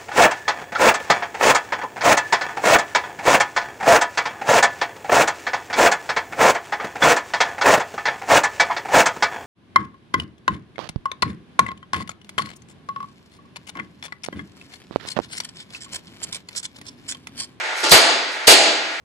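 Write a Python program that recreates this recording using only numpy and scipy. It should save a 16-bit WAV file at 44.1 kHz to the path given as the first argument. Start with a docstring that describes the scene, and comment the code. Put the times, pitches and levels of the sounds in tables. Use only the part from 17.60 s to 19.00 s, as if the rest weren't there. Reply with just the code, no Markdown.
"""Two rice cake machines run in a hard-walled workshop, their motors humming throughout.
A faint squeak, a hiss of air, and a mould clacks open. At 0.31 s steam leaks, cracks out and bursts
with a low thud, and the room rings on. After another puff the second machine pops at 0.87 s.
Each burst overloads the recorder, whose gain dips and recovers. A last faint puff sits in the tail."""
import sys
import numpy as np
from scipy import signal
from scipy.fft import rfft, irfft
from scipy.io import wavfile
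from scipy.ndimage import uniform_filter1d

SR = 44100
rng = np.random.default_rng(int(sys.argv[2]) if len(sys.argv) > 2 else 0)


def bounce(signal):
    """Save signal as a 16-bit WAV file at the path given by the first command-line argument."""
    frames = np.transpose(np.atleast_2d(signal))
    limited = np.clip(frames, -1, 1)
    pcm = np.round(limited * 32767).astype(np.int16)
    wavfile.write(sys.argv[1], SR, pcm)


N = 61739
T = np.arange(N) / SR
FFT_SIZE = 2 ** 16
HZ = np.maximum(np.arange(FFT_SIZE // 2 + 1) * SR / FFT_SIZE, 1)
OCTAVES = np.log2(HZ / 2000)  # tilts in dB per octave pivot on 2 kHz


# Burst EQ: f/Hz, first machine level/dB, second machine level/dB
BURST_EQ = [(60, -45, -37), (154, -33.5, -29.5), (240, -12, -9), (358, -3.5, -2), (486, -1.5, 0.5),
            (780, 0, -0.5), (1080, -2, -3.5), (1600, -1.5, -2.5), (2900, -4, 0), (3370, -4.5, -3),
            (4680, -1, 0.5), (5480, -10, -7.5), (6960, -9.5, -6), (10260, -14.5, -12.5),
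            (13350, -18.5, -20), (15700, -43, -36)]
# Resonances of the room: f/Hz, width/Hz, boost/dB
ROOM_RINGS = [(392.4, 17, 5), (492.4, 12, 7.5), (671, 54, 7.5), (866, 21, 5.5), (980, 14, 1),
              (2353, 60, 3), (2890, 60, 3), (3463, 50, 6), (3970, 37, 4.5), (4365, 35, 5.5),
              (4720, 23, 2.5), (4850, 15, 5), (7270, 30, 7)]
# Pop cues: t/s, blast level/dB, room level/dB, blast hold/s, blast decay/share of the room's,
# leak level/dB, leak lead/s, thump level/dB
POP_CUES = [(0.3144, -2, -8.5, 0.035, 0.24, -12, 0.011, -22.5),
            (0.8725, -2.5, -7.5, .05, 0.26, -12.5, 0.0038, -28.5)]

def steam_pops():
    """Steam leaks, cracks and sizzles through the opening gap, then bursts out and fills the room."""
    rings_db = sum(db * resonance(hz, width) for hz, width, db in ROOM_RINGS)
    crack_eq = 20 * np.log10(resonance(4230, width_hz=940))
    dull_db = -20 * np.log10(1 + (HZ / 7000) ** 8)
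    out = 0
    for machine, (start, blast_db, room_db, hold, share, leak_db, lead, _) in enumerate(POP_CUES):
        eq = at_hz(BURST_EQ, HZ, column=machine + 1) + rings_db
        leak = from_db(leak_db) * noise(at_hz(AIR_EQ, HZ))
        leak *= envelope(start - lead, rise=lead, hold=lead, t60=0.065)
        crack = from_db(-8) * noise(crack_eq) * envelope(start, rise=0.0003, hold=0.0046, t60=0.065)
        sizzle = from_db(-11) * noise(eq + 9 * OCTAVES)  # the first bright jet
        sizzle *= envelope(start, rise=0.003, hold=0.008, t60=0.11)
        body = room_wash(eq + 0.5 * OCTAVES, start + 0.0027, rise=0.003, hold=hold, decay_share=share)
        blast = from_db(blast_db) * body
        tail = from_db(room_db) * room_wash(eq, start, rise=0.034, hold=0.065)
        tail += room_modes(machine, start)
        echo = from_db(room_db - 12) * noise(eq + dull_db)  # late swell off the far walls
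        echo *= envelope(start + 0.15, rise=0.048, hold=0.048, t60=0.37)
        out = out + leak + crack + sizzle + blast + tail + echo
    return out


def thumps():
    """A short, rough low thud of overload distortion on each burst, wide and leaning left."""
    out = 0
    for start, *_, db in POP_CUES:
        spectrum = rfft(rng.standard_normal((2, FFT_SIZE)))
        rumble = rms_one(irfft(spectrum * resonance(129, width_hz=210))[:, :N])
        out += from_db(db) * rumble * envelope(start, rise=0.001, hold=0.034, t60=0.045)
    return out * from_db([[1], [-1]])


# Reverb time of the workshop: f/Hz, t60/s
ROOM_DECAY = [(100, 1.24), (300, 0.98), (700, 0.79), (2000, 1.12), (4500, 0.99), (7500, 0.66),
              (10000, 0.39), (12000, 0.13), (15000, 0.081)]

def room_wash(eq_db, start, rise, hold, decay_share=1):
    """Diffuse noise: each band dies at its own rate, in a share of the room's reverb time."""
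    bands_hz = [125, 300, 700, 2000, 4500, 7500, 10000, 12000, 15000]
    spectrum = rfft(noise(eq_db), FFT_SIZE)
    out = 0
    for hz, solo in zip(bands_hz, np.eye(len(bands_hz))):
        band = irfft(spectrum * np.interp(HZ, bands_hz, solo))[:, :N]
        out += band * envelope(start, rise, hold, decay_share * at_hz(ROOM_DECAY, hz))
    return out


# Low room modes: f/Hz, first machine level/dB, second machine level/dB, t60/s
ROOM_MODES = [(273.7, -35.5, -35, 1.02), (318.2, -42, -30, 1.17), (395.5, -38, -31.5, 0.4),
              (482, -32, -26, 0.32), (522, -35, -46, 1.3), (597.5, -37, -26, .9), (674, -32, -24.5, 1.0),
              (780, -33, -27, 1.2), (842.5, -32.5, -24, 0.83), (981, -38, -40, 0.47),
              (1149, -28, -36, 0.75)]

def room_modes(machine, start):
    """Low modes bloom and linger after a pop, their phase spread between left and right."""
    out = 0
    for hz, *levels_db, t60 in ROOM_MODES:
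        tone = from_db(levels_db[machine]) * stereo_sine(hz, spread_rad=0.55)
        out += tone * envelope(start, rise=0.11, hold=0.13, t60=t60)
    return out


# Clack cues: t/s, level/dB, tilt/dB per octave, room level/dB
CLACK_CUES = [(0.2035, -27, 6, -44), (0.2300, -23, -1, -18), (0.2408, -13.5, 2.5, -23.5),
              (0.2642, -17, 0, -29), (0.2947, -15, 9, -42)]
# Clack EQ: f/Hz, level/dB
CLACK_EQ = [(80, -40), (180, -28), (310, -2.5), (550, 0.5), (900, -1), (1800, -4), (3600, -2.5),
            (4700, 0.5), (6000, -7.5), (8000, -12), (11000, -23), (15000, -43)]
# Partials of the struck frame: f/Hz, level/dB, t60/s
FRAME_PARTIALS = [(338, -26, 0.21), (872, -22, 0.34), (1182, -28, 0.31), (1404, -24, .9),
                  (2820, -24.5, 0.25), (4775, -29, .2)]

def mould_drive():
    """Short metal clacks echo in the room and set the frame ringing."""
    out = 0
    for start, db, tilt_db, room_db in CLACK_CUES:
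        eq = at_hz(CLACK_EQ, HZ) + tilt_db * OCTAVES
        out += from_db(db) * noise(eq) * envelope(start, rise=0.0008, hold=0, t60=0.032)
        out += from_db(room_db) * room_wash(eq, start, rise=0.0085, hold=0)
    for hz, db, t60 in FRAME_PARTIALS:
        tone = from_db(db) * stereo_sine(hz, spread_rad=0.68)
        out += tone * envelope(start=0.236, rise=0.012, hold=0, t60=t60)
    low_cut = signal.butter(2, 140, "high", fs=SR, output="sos")  # the clacks carry no deep bass
    return signal.sosfilt(low_cut, out)


# Puff cues: t/s, level/dB, hold/s, t60/s
PUFF_CUES = [(0.147, -33.5, 0.074, 0.93), (0.703, -39.5, 0.026, 0.32), (1.272, -53.5, .1, .5)]
# Hiss EQ for valve air and leaking steam: f/Hz, level/dB
AIR_EQ = [(200, -35), (1500, -23), (4000, 4.5), (7000, -2), (10000, -7), (12500, -16), (15000, -34)]

def air_valves():
    """Valves let out bright puffs of air with a soft attack."""
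    return sum(from_db(db) * noise(at_hz(AIR_EQ, HZ)) * envelope(start, rise=0.031, hold=hold, t60=t60)
               for start, db, hold, t60 in PUFF_CUES)


def squeak():
    """A faint low tone and its octave slide upward before the first stroke."""
    start, length_s, start_hz, glide_hz_per_s = 0.112, 0.04, 320.6, 6000
    age = np.clip(T - start, 0, length_s)
    phase = 2 * np.pi * (start_hz + glide_hz_per_s * age / 2) * age
    fade = np.sin(np.pi * age / length_s)
    return from_db(-39) * fade * (np.sin(phase) + 0.5 * np.sin(2 * phase))


# Motor whirr EQ: f/Hz, level/dB
WHIRR_EQ = [(40, -52), (120, -50), (220, -27.5), (350, -11), (600, -5), (850, -4), (1100, -5.5), (1500, 0),
            (2200, 0.5), (3000, -8), (4200, -10), (5800, -16.5), (7500, -20.5), (10000, -32), (15000, -62)]
# Level of the whirr over time: t/s, level/dB
WHIRR_LEVEL = [(0, -26), (.08, -24.5), (.2, -26.5), (.6, -30.5), (.8, -28.5), (1.15, -28), (1.4, -29.5)]
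# Gear tones: f/Hz, level/dB
GEAR_TONES = [(630, -44), (885, -42), (1303, -44.5), (1421, -39.5), (1663, -42), (1868, -41.5), (2038, -50),
              (2083, -46), (2191, -65), (2310, -45), (2842, -62), (3935, -51)]

def motors():
    """The bed: a fluttering motor whirr under gear tones that waver in pitch and level."""
    whirr_db = np.interp(T, *np.transpose(WHIRR_LEVEL)) + 0.66 * drift(rate_hz=51)
    out = from_db(whirr_db) * noise(at_hz(WHIRR_EQ, HZ))
    for hz, db in GEAR_TONES:
        pitch_hz = hz + 6.97 * drift(rate_hz=13.7)
        phase = 2 * np.pi * np.cumsum(pitch_hz) / SR + rng.normal(0, 1.0, (2, 1))
        out += from_db(db + 3 * drift(rate_hz=6.9)) * np.sin(phase)
    return out


# Stereo width (fairly narrow lows, wide mids, near-mono treble): f/Hz, left-right correlation
STEREO_WIDTH = [(60, .6), (350, 0.76), (750, 0.65), (1200, 0.11), (2400, .25), (5200, 0.073), (6500, 1),
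                (9000, 0.9), (14000, 0.52)]

def noise(eq_db):
    """Stereo noise at rms 1 whose width varies with frequency; the EQ sets only its colour."""
    mid, side = rng.standard_normal((2, len(HZ))) + 1j * rng.standard_normal((2, len(HZ)))
    alike = np.clip(at_hz(STEREO_WIDTH, HZ), -0.99, 0.99)
    spectrum = np.sqrt(1 + alike) * mid + np.sqrt(1 - alike) * side * [[1], [-1]]
    return rms_one(irfft(from_db(eq_db) * spectrum)[:, :N])


def stereo_sine(hz, spread_rad):
    """A sine widened by a random phase offset in each channel."""
    phase = rng.uniform(0, 2 * np.pi) + rng.normal(0, spread_rad, (2, 1))
    return np.sin(2 * np.pi * hz * T + phase)


def drift(rate_hz):
    """Smooth random modulation at rms 1."""
    spectrum = rfft(rng.standard_normal(FFT_SIZE))
    return rms_one(irfft(spectrum / (1 + (HZ / rate_hz) ** 2))[:N])


def envelope(start, rise, hold, t60):
    """Linear attack, exponential release; times in seconds, the hold counted from the start."""
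    age = T - start
    return np.clip(age / rise, 0, 1) * np.exp(-np.log(1000) * np.maximum(age - hold, 0) / t60)


def resonance(hz, width_hz):
    """Power response of a resonance, 1 at the peak."""
    return 1 / (1 + (2 * (HZ - hz) / width_hz) ** 2)


def at_hz(points, hz, column=1):
    """Read a table column on a log-frequency axis."""
    table = np.array(points)
    return np.interp(np.log(hz), np.log(table[:, 0]), table[:, column])


def from_db(db):
    """Decibels to gain."""
    return 10 ** (np.asarray(db) / 20)


def rms_one(x):
    """Scale to rms 1."""
    return x / np.sqrt(np.mean(x ** 2) + 1e-20)


def scene():
    """The mix: pops up front, mechanics around them, motors underneath."""
    return steam_pops() + thumps() + mould_drive() + air_valves() + motors() + squeak()


def record(dry):
    """The gain ducks under loud sound and recovers; peaks clip; the top end is cut."""
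    threshold_db, squeeze, attack_s, release_db_per_s = -8.5, 0.48, 0.017, 68
    power = uniform_filter1d(np.mean(dry ** 2, axis=0), size=256)
    over_db = np.maximum(10 * np.log10(np.maximum(power, 1e-12)) - threshold_db, 0)
    release_db = release_db_per_s * T
    held_db = np.maximum.accumulate(over_db + release_db) - release_db
    pole = np.exp(-1 / (attack_s * SR))
    duck_db = squeeze * signal.lfilter([1 - pole], [1, -pole], held_db)
    clipped = np.clip(dry * from_db(-duck_db), -1, 1)
    high_cut = signal.ellip(10, 0.1, 70, 15550, fs=SR, output="sos")
    return signal.sosfilt(high_cut, clipped)


dry = scene()
out = record(dry)
bounce(out)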